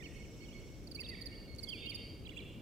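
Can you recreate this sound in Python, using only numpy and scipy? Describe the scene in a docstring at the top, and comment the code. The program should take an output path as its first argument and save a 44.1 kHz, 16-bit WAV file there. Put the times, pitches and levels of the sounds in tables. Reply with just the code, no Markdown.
"""A bird to the right gives groups of short falling chips, each a gliding tone with overtones and a little breath noise.
A warbler sings slurred whistles before, between and after them, pure tones gliding from point to point, and another
bird repeats one flat peep with an octave overtone. A far bird trills by repeating one swooping stroke. Trees scatter it
all back as a late blurred echo, made with fading noise, over the marsh's low rumble and soft hiss of filtered noise."""
import sys
import numpy as np
from scipy import signal
from scipy.fft import rfft, irfft
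from scipy.io import wavfile
from scipy.ndimage import uniform_filter1d

SR = 44100
rng = np.random.default_rng(int(sys.argv[2]) if len(sys.argv) > 2 else 0)


def inscribe(sig):
    """Save sig as 16-bit PCM at rate SR to the path in sys.argv[1].

    A 1-D sig is mono; a 2-D sig holds one channel per row.
    Samples are clipped to [-1, 1] before scaling.
    """
    pcm = np.round(np.clip(np.atleast_2d(sig).T, -1, 1) * 32767)
    wavfile.write(sys.argv[1], SR, pcm.astype(np.int16))


N = 115101

# Levels in the bird tables are set before panning; a negative pan makes the right side louder.

# The marsh air's tone colour, thinned further below 20 Hz: pitch_hz, relative_level_db (per Hz)
AIR_COLOUR = [(12, -48), (20, -21), (40, 0.5), (75, 0), (233, -6.5), (302, -7), (527, -13.5), (671, -22.5),
              (839, -27.5), (1290, -30), (1700, -32.5), (2500, -30.5), (4000, -34.5), (5500, -38),
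              (8500, -42), (11000, -43.5), (13500, -41), (15500, -46)]
# How alike the air sounds at left and right: pitch_hz, likeness (0 to 1)
AIR_LIKENESS = [(60, 0.5), (130, 0.76), (290, 1), (640, 0.78), (1410, 0.18), (3100, 0.39), (6820, 0.13),
                (15000, 0.071)]
# How much louder the air is at left than at right: pitch_hz, difference_db
AIR_BALANCE = [(25, -19), (60, 5), (125, 0.5), (500, -.5), (2000, -1.5), (12000, -1)]
AIR_DB = -49.5    # overall level of each side, before the balance

# Echo from the trees
ECHO_DELAY_S, ECHO_RISE_S, ECHO_HOLD_S = 0.024, 0.013, 0.091   # gap, swell, time before the decay
ECHO_T60_S = 0.8                          # time to fall by 60 dB after the hold
ECHO_CUT_HZ, ECHO_PAN_DB, ECHO_LIKENESS = 7100, -2.5, 0.79
SLAP_S, SLAP_DB = .115, -28.5             # one firmer reflection

# One stroke of the far trill, played 5% lower: share_of_period, pitch_hz
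TRILL_STROKE = [(0, 7600), (.15, 8491), (0.362, 6095), (.5, 5394), (.62, 5905), (.8, 6306)]
# Loudness of the trill's strokes over time: start_s, level_db
TRILL_LEVEL = [(0, -71), (.1, -71), (.7, -72.5), (.83, -92)]
TRILL_START_S, TRILL_PERIOD_S = .02, .0572
TRILL_ECHO_DB, TRILL_PAN_DB = 8.5, 1
TRILL_RASP_DB, TRILL_RASP_HZ = 3.5, 720   # fast random roughness

# Flat peeps: start_s, length_s, pitch_hz, level_db, octave_db (relative to the first partial)
PEEPS = [(.038, 0.05, 2215, -58.5, -7), (.158, 0.076, 2194, -61, -11.5), (.228, 0.03, 2195, -74, -6),
         (.262, 0.024, 2200, -66, -16), (.303, .03, 2230, -77, -19), (.404, 0.056, 2207, -60.5, -5),
         (.512, 0.05, 2195, -76, 2), (0.565, 0.05, 2208, -67.5, -2.5), (.548, 0.055, 2205, -59, -14.5),
         (.625, 0.05, 2212, -67, -18), (.705, 0.12, 2195, -78, -16), (1.17, 0.051, 2230, -61, -13),
         (1.315, 0.05, 2200, -60, -13), (1.478, 0.075, 2201, -63, 1.5), (1.624, 0.068, 2174, -62, -19),
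         (1.818, 0.06, 2197, -60, -18), (1.968, 0.1, 2179, -66, -27)]
PEEP_PAN_DB, PEEP_ECHO_DB, PEEP_FLUTTER_DB = -13.5, 0, 2.2

# Points along each slurred whistle, one list a note, played 1% lower: time_s, pitch_hz, level_db
WHISTLES = [
    [(0, 2160, -53), (.012, 1948, -61), (.03, 1810, -60)],
    [(.006, 3400, -61.5), (.018, 3710, -65)],
    [(.024, 2307, -56), (.034, 2890, -56), (.046, 3187, -59), (.058, 2930, -55), (.068, 2480, -48)],
    [(.215, 2485, -67), (.232, 3144, -65), (.245, 2930, -60), (.256, 2400, -58.5)],
    [(.306, 3770, -77), (.32, 3300, -80)],
    [(.333, 2980, -73), (.356, 3950, -73)],
    [(.405, 2664, -61), (.418, 3150, -66), (.432, 3000, -69), (.444, 2395, -54)],
    [(.446, 3470, -70), (.464, 3120, -58.5)],
    [(.482, 2910, -59), (.497, 2950, -60)],
    [(.495, 2510, -76), (.512, 2750, -59), (.538, 3530, -67), (.557, 3110, -68)],
    [(.513, 2466, -69), (.53, 2170, -62)],
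    [(.61, 3080, -70.5), (.63, 2377, -76), (.645, 2030, -67)],
    [(.954, 2750, -61), (.965, 2900, -62)],
    [(.962, 2220, -72), (.982, 2310, -54), (.996, 2760, -42), (1.001, 2620, -48.5)],
    [(1, 2200, -54), (1.018, 2162, -61.5), (1.033, 1770, -61.5)],
    [(1.034, 2590, -47.5), (1.041, 3730, -53), (1.047, 3876, -48.5), (1.06, 3830, -55), (1.066, 3480, -47),
     (1.07, 2800, -58)],
    [(1.1, 2120, -58.5), (1.125, 2040, -52), (1.146, 1800, -54)],
    [(1.146, 2494, -55), (1.156, 2085, -53.5)],
    [(1.262, 1825, -62), (1.3, 1818, -64), (1.36, 1842, -76)],
    [(1.322, 2844, -58), (1.34, 2870, -63), (1.362, 3580, -66)],
    [(1.388, 3430, -77), (1.404, 2670, -57)],
    [(1.672, 3460, -56), (1.686, 3225, -48), (1.698, 3170, -47)],
    [(1.701, 3573, -54), (1.71, 3280, -48.5), (1.728, 3150, -47.5), (1.736, 2752, -41.5),
     (1.755, 2400, -54.5), (1.79, 2320, -63)],
    [(1.75, 3440, -64), (1.8, 3620, -57), (1.85, 3650, -53), (1.866, 3900, -52)],
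    [(1.825, 2478, -58), (1.85, 2650, -51.5), (1.872, 2847, -42), (1.883, 3000, -52)],
    [(1.882, 3222, -46.5), (1.907, 3166, -45.5)],
    [(1.908, 3070, -64), (1.922, 2342, -48.5), (1.944, 1950, -64.5)],
    [(2.25, 2450, -57), (2.258, 3174, -65), (2.269, 3404, -50), (2.277, 2520, -54), (2.283, 2200, -68)],
    [(2.256, 3900, -52.5), (2.266, 4090, -57)],
    [(2.287, 2710, -61), (2.296, 2930, -44.5)],
    [(2.298, 3478, -61), (2.309, 3540, -54.5), (2.314, 2574, -65.5), (2.318, 2220, -45.5)],
    [(2.321, 2320, -54.5), (2.338, 1820, -69)],
    [(2.366, 2335, -54), (2.374, 2810, -45), (2.379, 2850, -49)],
    [(2.379, 3454, -42.5), (2.385, 3514, -53.5), (2.392, 3164, -46), (2.397, 2366, -51),
     (2.412, 2340, -56.5)],
    [(2.406, 4110, -48.5), (2.412, 3916, -73), (2.424, 2770, -51), (2.43, 2620, -58)],
]
# Points along each thin high warble, one list a note, played 1% lower: time_s, pitch_hz, level_db
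WARBLES = [
    [(.09, 8700, -83), (.185, 9350, -76)],
    [(2.275, 7700, -82), (2.282, 8350, -64), (2.289, 8200, -85), (2.294, 6400, -68), (2.299, 8200, -79),
     (2.31, 8100, -69)],
    [(2.36, 7940, -70), (2.365, 8400, -67), (2.374, 6620, -66), (2.38, 8500, -63), (2.388, 8400, -67),
     (2.394, 7200, -74), (2.408, 7100, -69)],
]
WHISTLE_PAN_DB, WHISTLE_ECHO_DB, WHISTLE_FLUTTER_DB = -11.5, -1.5, 2
NOTE_EDGE_S = .003
FLUTTER_HZ = 90    # upper limit of the whistles' and peeps' unsteadiness

# Falling chips, pitches before the end bends: start_s, length_s, first_hz, last_hz, level_db
CHIPS = [(.871, 0.0094, 4810, 4400, -47), (.913, .011, 4900, 4350, -42.5), (0.947, .020, 4870, 4326, -40),
         (1.002, 0.0184, 4920, 4467, -38), (1.086, 0.018, 4826, 4390, -40.5),
         (1.212, 0.017, 4845, 4340, -41.5), (1.257, 0.019, 4926, 4330, -39.5),
         (1.584, .018, 4634, 4335, -42), (1.630, .020, 4910, 4364, -38), (1.687, .018, 4930, 4486, -38),
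         (1.856, 0.015, 4560, 4350, -45), (1.894, .020, 4880, 4360, -39.5), (1.945, 0.02, 4943, 4480, -38)]
# Overtones of a chip: pitch_multiple, level_db, fade_db (lost along the chip)
CHIP_PARTIALS = [(1, -3, 2), (1.5, -31, 2), (2, -17, 6), (3, -20, 17)]
CHIP_ONSET_S, CHIP_ONSET_SHARE = 0.00023, 0.44    # abrupt start before the swell
CHIP_ATTACK, CHIP_RELEASE = 0.68, 0.12            # shares of the length; attack is a full climb from zero
CHIP_ENTRY_HZ, CHIP_EXIT_HZ, CHIP_BEND_S = 250, 450, .0008   # starts sharp, ends flat
CHIP_BREATH_DB, CHIP_PAN_DB, CHIP_ECHO_DB = -27, -10, -2
# Dry ticks of noise, levels before the noise is filtered: start_s, level_db
TICKS = [(0.841, -58), (1.55, -53.5), (1.561, -50)]
TICK_DECAY_S, TICK_LOW_HZ, TICK_HIGH_HZ = 0.0031, 3480, 8700
HAZE_START_S, HAZE_LENGTH_S, HAZE_DB = 1.575, .14, -65   # a soft hiss after the ticks

# How much later the left microphone hears each bird
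CHIP_LAG_S, WHISTLE_LAG_S, PEEP_LAG_S = .000512, .0009, .00053
CUTOFF_HZ = 15800


def amp(db):
    """Turns decibels into a gain."""
    return 10 ** (np.asarray(db, float) / 20)


def at_hz(points, hz):
    """Reads a table at any pitch, spacing pitches by ratio as hearing does."""
    table_hz, values = np.transpose(points)
    return np.interp(np.log(hz), np.log(table_hz), values)


def add(track, start_s, sound):
    """Mixes a sound into a track, cutting what runs past the end."""
    i = max(int(start_s * SR), 0)
    track[i:i + len(sound)] += sound[:len(track) - i]


def tone(hz, partials):
    """Adds sine waves at multiples of a moving pitch."""
    phase = 2 * np.pi * np.cumsum(hz) / SR
    return sum(amp(db) * np.sin(multiple * phase) for multiple, db in partials)


def edges(t, rise_s, fall_s):
    """Fades a sound smoothly in and out."""
    nearest_edge = np.minimum(t / rise_s, (t[-1] - t) / fall_s)
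    return np.sin(np.pi / 2 * np.clip(nearest_edge, 0, 1)) ** 2


def waver(depth_db, rate_hz):
    """A random gain that changes no faster than about rate_hz."""
    lowpass = signal.butter(2, rate_hz, fs=SR, output="sos")
    slow = signal.sosfilt(lowpass, rng.standard_normal(N))
    return amp(depth_db * slow / slow.std())


def pan(x, pan_db):
    """Places a sound by the level gap between left and right."""
    return x * amp([[pan_db / 2], [-pan_db / 2]])


def lag(x, lag_s):
    """Makes the left side late, as when sound reaches the right first."""
    turn = np.exp(-2j * np.pi * np.fft.rfftfreq(N, 1 / SR) * lag_s)
    return np.array([irfft(rfft(x) * turn, N), x])


def two_sides(mid, side, alike):
    """Blends shared noise and opposite noise to set how alike the two sides are."""
    return np.sqrt(1 + alike) * mid + np.sqrt(1 - alike) * side * [[1], [-1]]


def air():
    """Steady far rumble and hiss: noise coloured by pitch, most alike at both sides from about 290 to 640 Hz."""
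    hz = np.maximum(np.fft.rfftfreq(N, 1 / SR), 1)
    mid, side = rfft(rng.standard_normal((2, N)), axis=1)
    alike = np.clip(at_hz(AIR_LIKENESS, hz), 0, 1)
    tilt = at_hz(AIR_BALANCE, hz) / 2
    colour = amp(at_hz(AIR_COLOUR, hz)) * np.minimum(hz / 20, 1) ** 2
    colour = colour / np.sqrt(2 * np.mean(colour ** 2))
    both = two_sides(mid, side, alike) * amp([tilt, -tilt])
    return amp(AIR_DB) * irfft(colour * both, N, axis=1)


def trees(x, alike):
    """Many scattered reflections, as noise that swells after a gap, holds and dies away."""
    t = np.arange(SR) / SR
    late = np.maximum(t - ECHO_DELAY_S, 0)
    swell = 1 - np.exp(-late / ECHO_RISE_S)
    shape = swell * amp(-60 * np.maximum(late - ECHO_HOLD_S, 0) / ECHO_T60_S)
    mid, side = rng.standard_normal((2, SR)) * shape / np.sqrt(2 * np.sum(shape ** 2))
    tail = two_sides(mid, side, alike)
    tail[:, int(SLAP_S * SR)] += amp(SLAP_DB)
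    tail = signal.sosfilt(signal.butter(1, ECHO_CUT_HZ, fs=SR, output="sos"), tail)
    echo = signal.fftconvolve(x[None], tail, axes=1)[:, :N]
    return pan(echo, ECHO_PAN_DB)


def trill():
    """A far bird's swooping stroke, repeated steadily with small random changes of pitch and level."""
    share, hz = np.transpose(TRILL_STROKE)
    level_s, level_db = np.transpose(TRILL_LEVEL)
    out = np.zeros(N)
    starts = TRILL_START_S + TRILL_PERIOD_S * np.arange(-6, 14)
    wobbles = rng.normal(0, 1, (20, 2))
    t = np.arange(0, share[-1] * TRILL_PERIOD_S, 1 / SR)
    for start_s, (pitch_wobble, level_wobble) in zip(starts, wobbles):
        pitch = np.interp(t / TRILL_PERIOD_S, share, hz) * (1 + .015 * pitch_wobble)
        db = np.interp(start_s, level_s, level_db) + 1.1 * level_wobble
        stroke = edges(t, 0.0074, 0.0028) * tone(pitch, [(0.95, 0)])
        # placed one second late, leaving room for strokes before the scene begins
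        add(out, start_s + 1, amp(db) * stroke)
    return out


def far_trill():
    """The rough trill and its stronger echo, scattered independently to each side."""
    dry_trill = trill() * waver(TRILL_RASP_DB, TRILL_RASP_HZ)
    both = pan(dry_trill + amp(TRILL_ECHO_DB) * trees(dry_trill, 0), TRILL_PAN_DB)
    # drop the spare first second, so the echo is already under way
    return np.pad(both[:, SR:], ((0, 0), (0, SR)))


def peeps():
    """Notes held at one pitch, each with an octave overtone."""
    out = np.zeros(N)
    for start_s, length_s, hz, db, octave_db in PEEPS:
        t = np.arange(0, length_s, 1 / SR)
        note = tone(np.full(len(t), hz), [(1, 0), (2, octave_db)])
        add(out, start_s, amp(db) * edges(t, 0.0023, 0.0097) * note)
    return out


def slurs(notes):
    """Whistles and warbles: pure tones whose pitch and level glide through their points."""
    out = np.zeros(N)
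    for note in notes:
        s, hz, db = np.transpose(note)
        t = np.arange(s[0] - NOTE_EDGE_S / 2, s[-1] + NOTE_EDGE_S / 2, 1 / SR)
        # rounding the corners of the glide over 131 samples
        pitch = uniform_filter1d(np.interp(t, s, hz), size=131, mode="nearest")
        shape = amp(np.interp(t, s, db)) * edges(t - t[0], NOTE_EDGE_S, NOTE_EDGE_S)
        add(out, t[0], shape * tone(pitch, [(0.99, 0)]))
    return out


def ticks_and_haze(white):
    """Filtered noise: a few quickly fading ticks and one soft swell of hiss."""
    out = np.zeros(N)
    band = signal.butter(2, (TICK_LOW_HZ, TICK_HIGH_HZ), "band", fs=SR, output="sos")
    hiss = signal.sosfilt(band, white)
    t = np.arange(0, HAZE_LENGTH_S, 1 / SR)
    add(out, HAZE_START_S, amp(HAZE_DB) * edges(t, 0.016, 0.085) * hiss[:len(t)])
    t = np.arange(441) / SR
    for start_s, db in TICKS:
        noise = hiss[int(start_s * SR):][:len(t)]
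        add(out, start_s, amp(db) * np.exp(-t / TICK_DECAY_S) * noise)
    return out


def chips():
    """Short falling notes with fading overtones and breath noise, joined by ticks and a soft hiss."""
    white = rng.standard_normal(N)
    out = ticks_and_haze(white)
    for start_s, length_s, first_hz, last_hz, db in CHIPS:
        t = np.arange(0, length_s, 1 / SR)
        fall = first_hz + (last_hz - first_hz) * t / length_s
        entry = CHIP_ENTRY_HZ * np.exp(-t / CHIP_BEND_S)
        leave = CHIP_EXIT_HZ * np.exp((t - length_s) / CHIP_BEND_S)
        swell = np.minimum(CHIP_ONSET_SHARE + t / (CHIP_ATTACK * length_s), 1)
        shape = edges(t, CHIP_ONSET_S, CHIP_RELEASE * length_s) * swell
        partials = [(k, p_db - fade_db * t / length_s) for k, p_db, fade_db in CHIP_PARTIALS]
        breath = amp(CHIP_BREATH_DB) * white[int(start_s * SR):][:len(t)]
        add(out, start_s, amp(db) * shape * (tone(fall + entry - leave, partials) + breath))
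    return out


def scene():
    """Each bird heard directly and through the trees, over the marsh air."""
    chipping = chips()
    whistling = slurs(WHISTLES + WARBLES) * waver(WHISTLE_FLUTTER_DB, FLUTTER_HZ)
    peeping = peeps() * waver(PEEP_FLUTTER_DB, FLUTTER_HZ)
    birds = [(chipping, CHIP_PAN_DB, CHIP_LAG_S, CHIP_ECHO_DB),
             (whistling, WHISTLE_PAN_DB, WHISTLE_LAG_S, WHISTLE_ECHO_DB),
             (peeping, PEEP_PAN_DB, PEEP_LAG_S, PEEP_ECHO_DB)]
    direct = sum(pan(lag(x, lag_s), pan_db) for x, pan_db, lag_s, _ in birds)
    into_trees = sum(x * amp(echo_db) for x, _, _, echo_db in birds)
    echo = trees(into_trees, ECHO_LIKENESS)
    return direct + echo + far_trill() + air()


def record(dry):
    """A steep filter removes the very highest pitches."""
    return signal.sosfilt(signal.ellip(12, .5, 70, CUTOFF_HZ, fs=SR, output="sos"), dry)


dry = scene()
out = record(dry)
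inscribe(out)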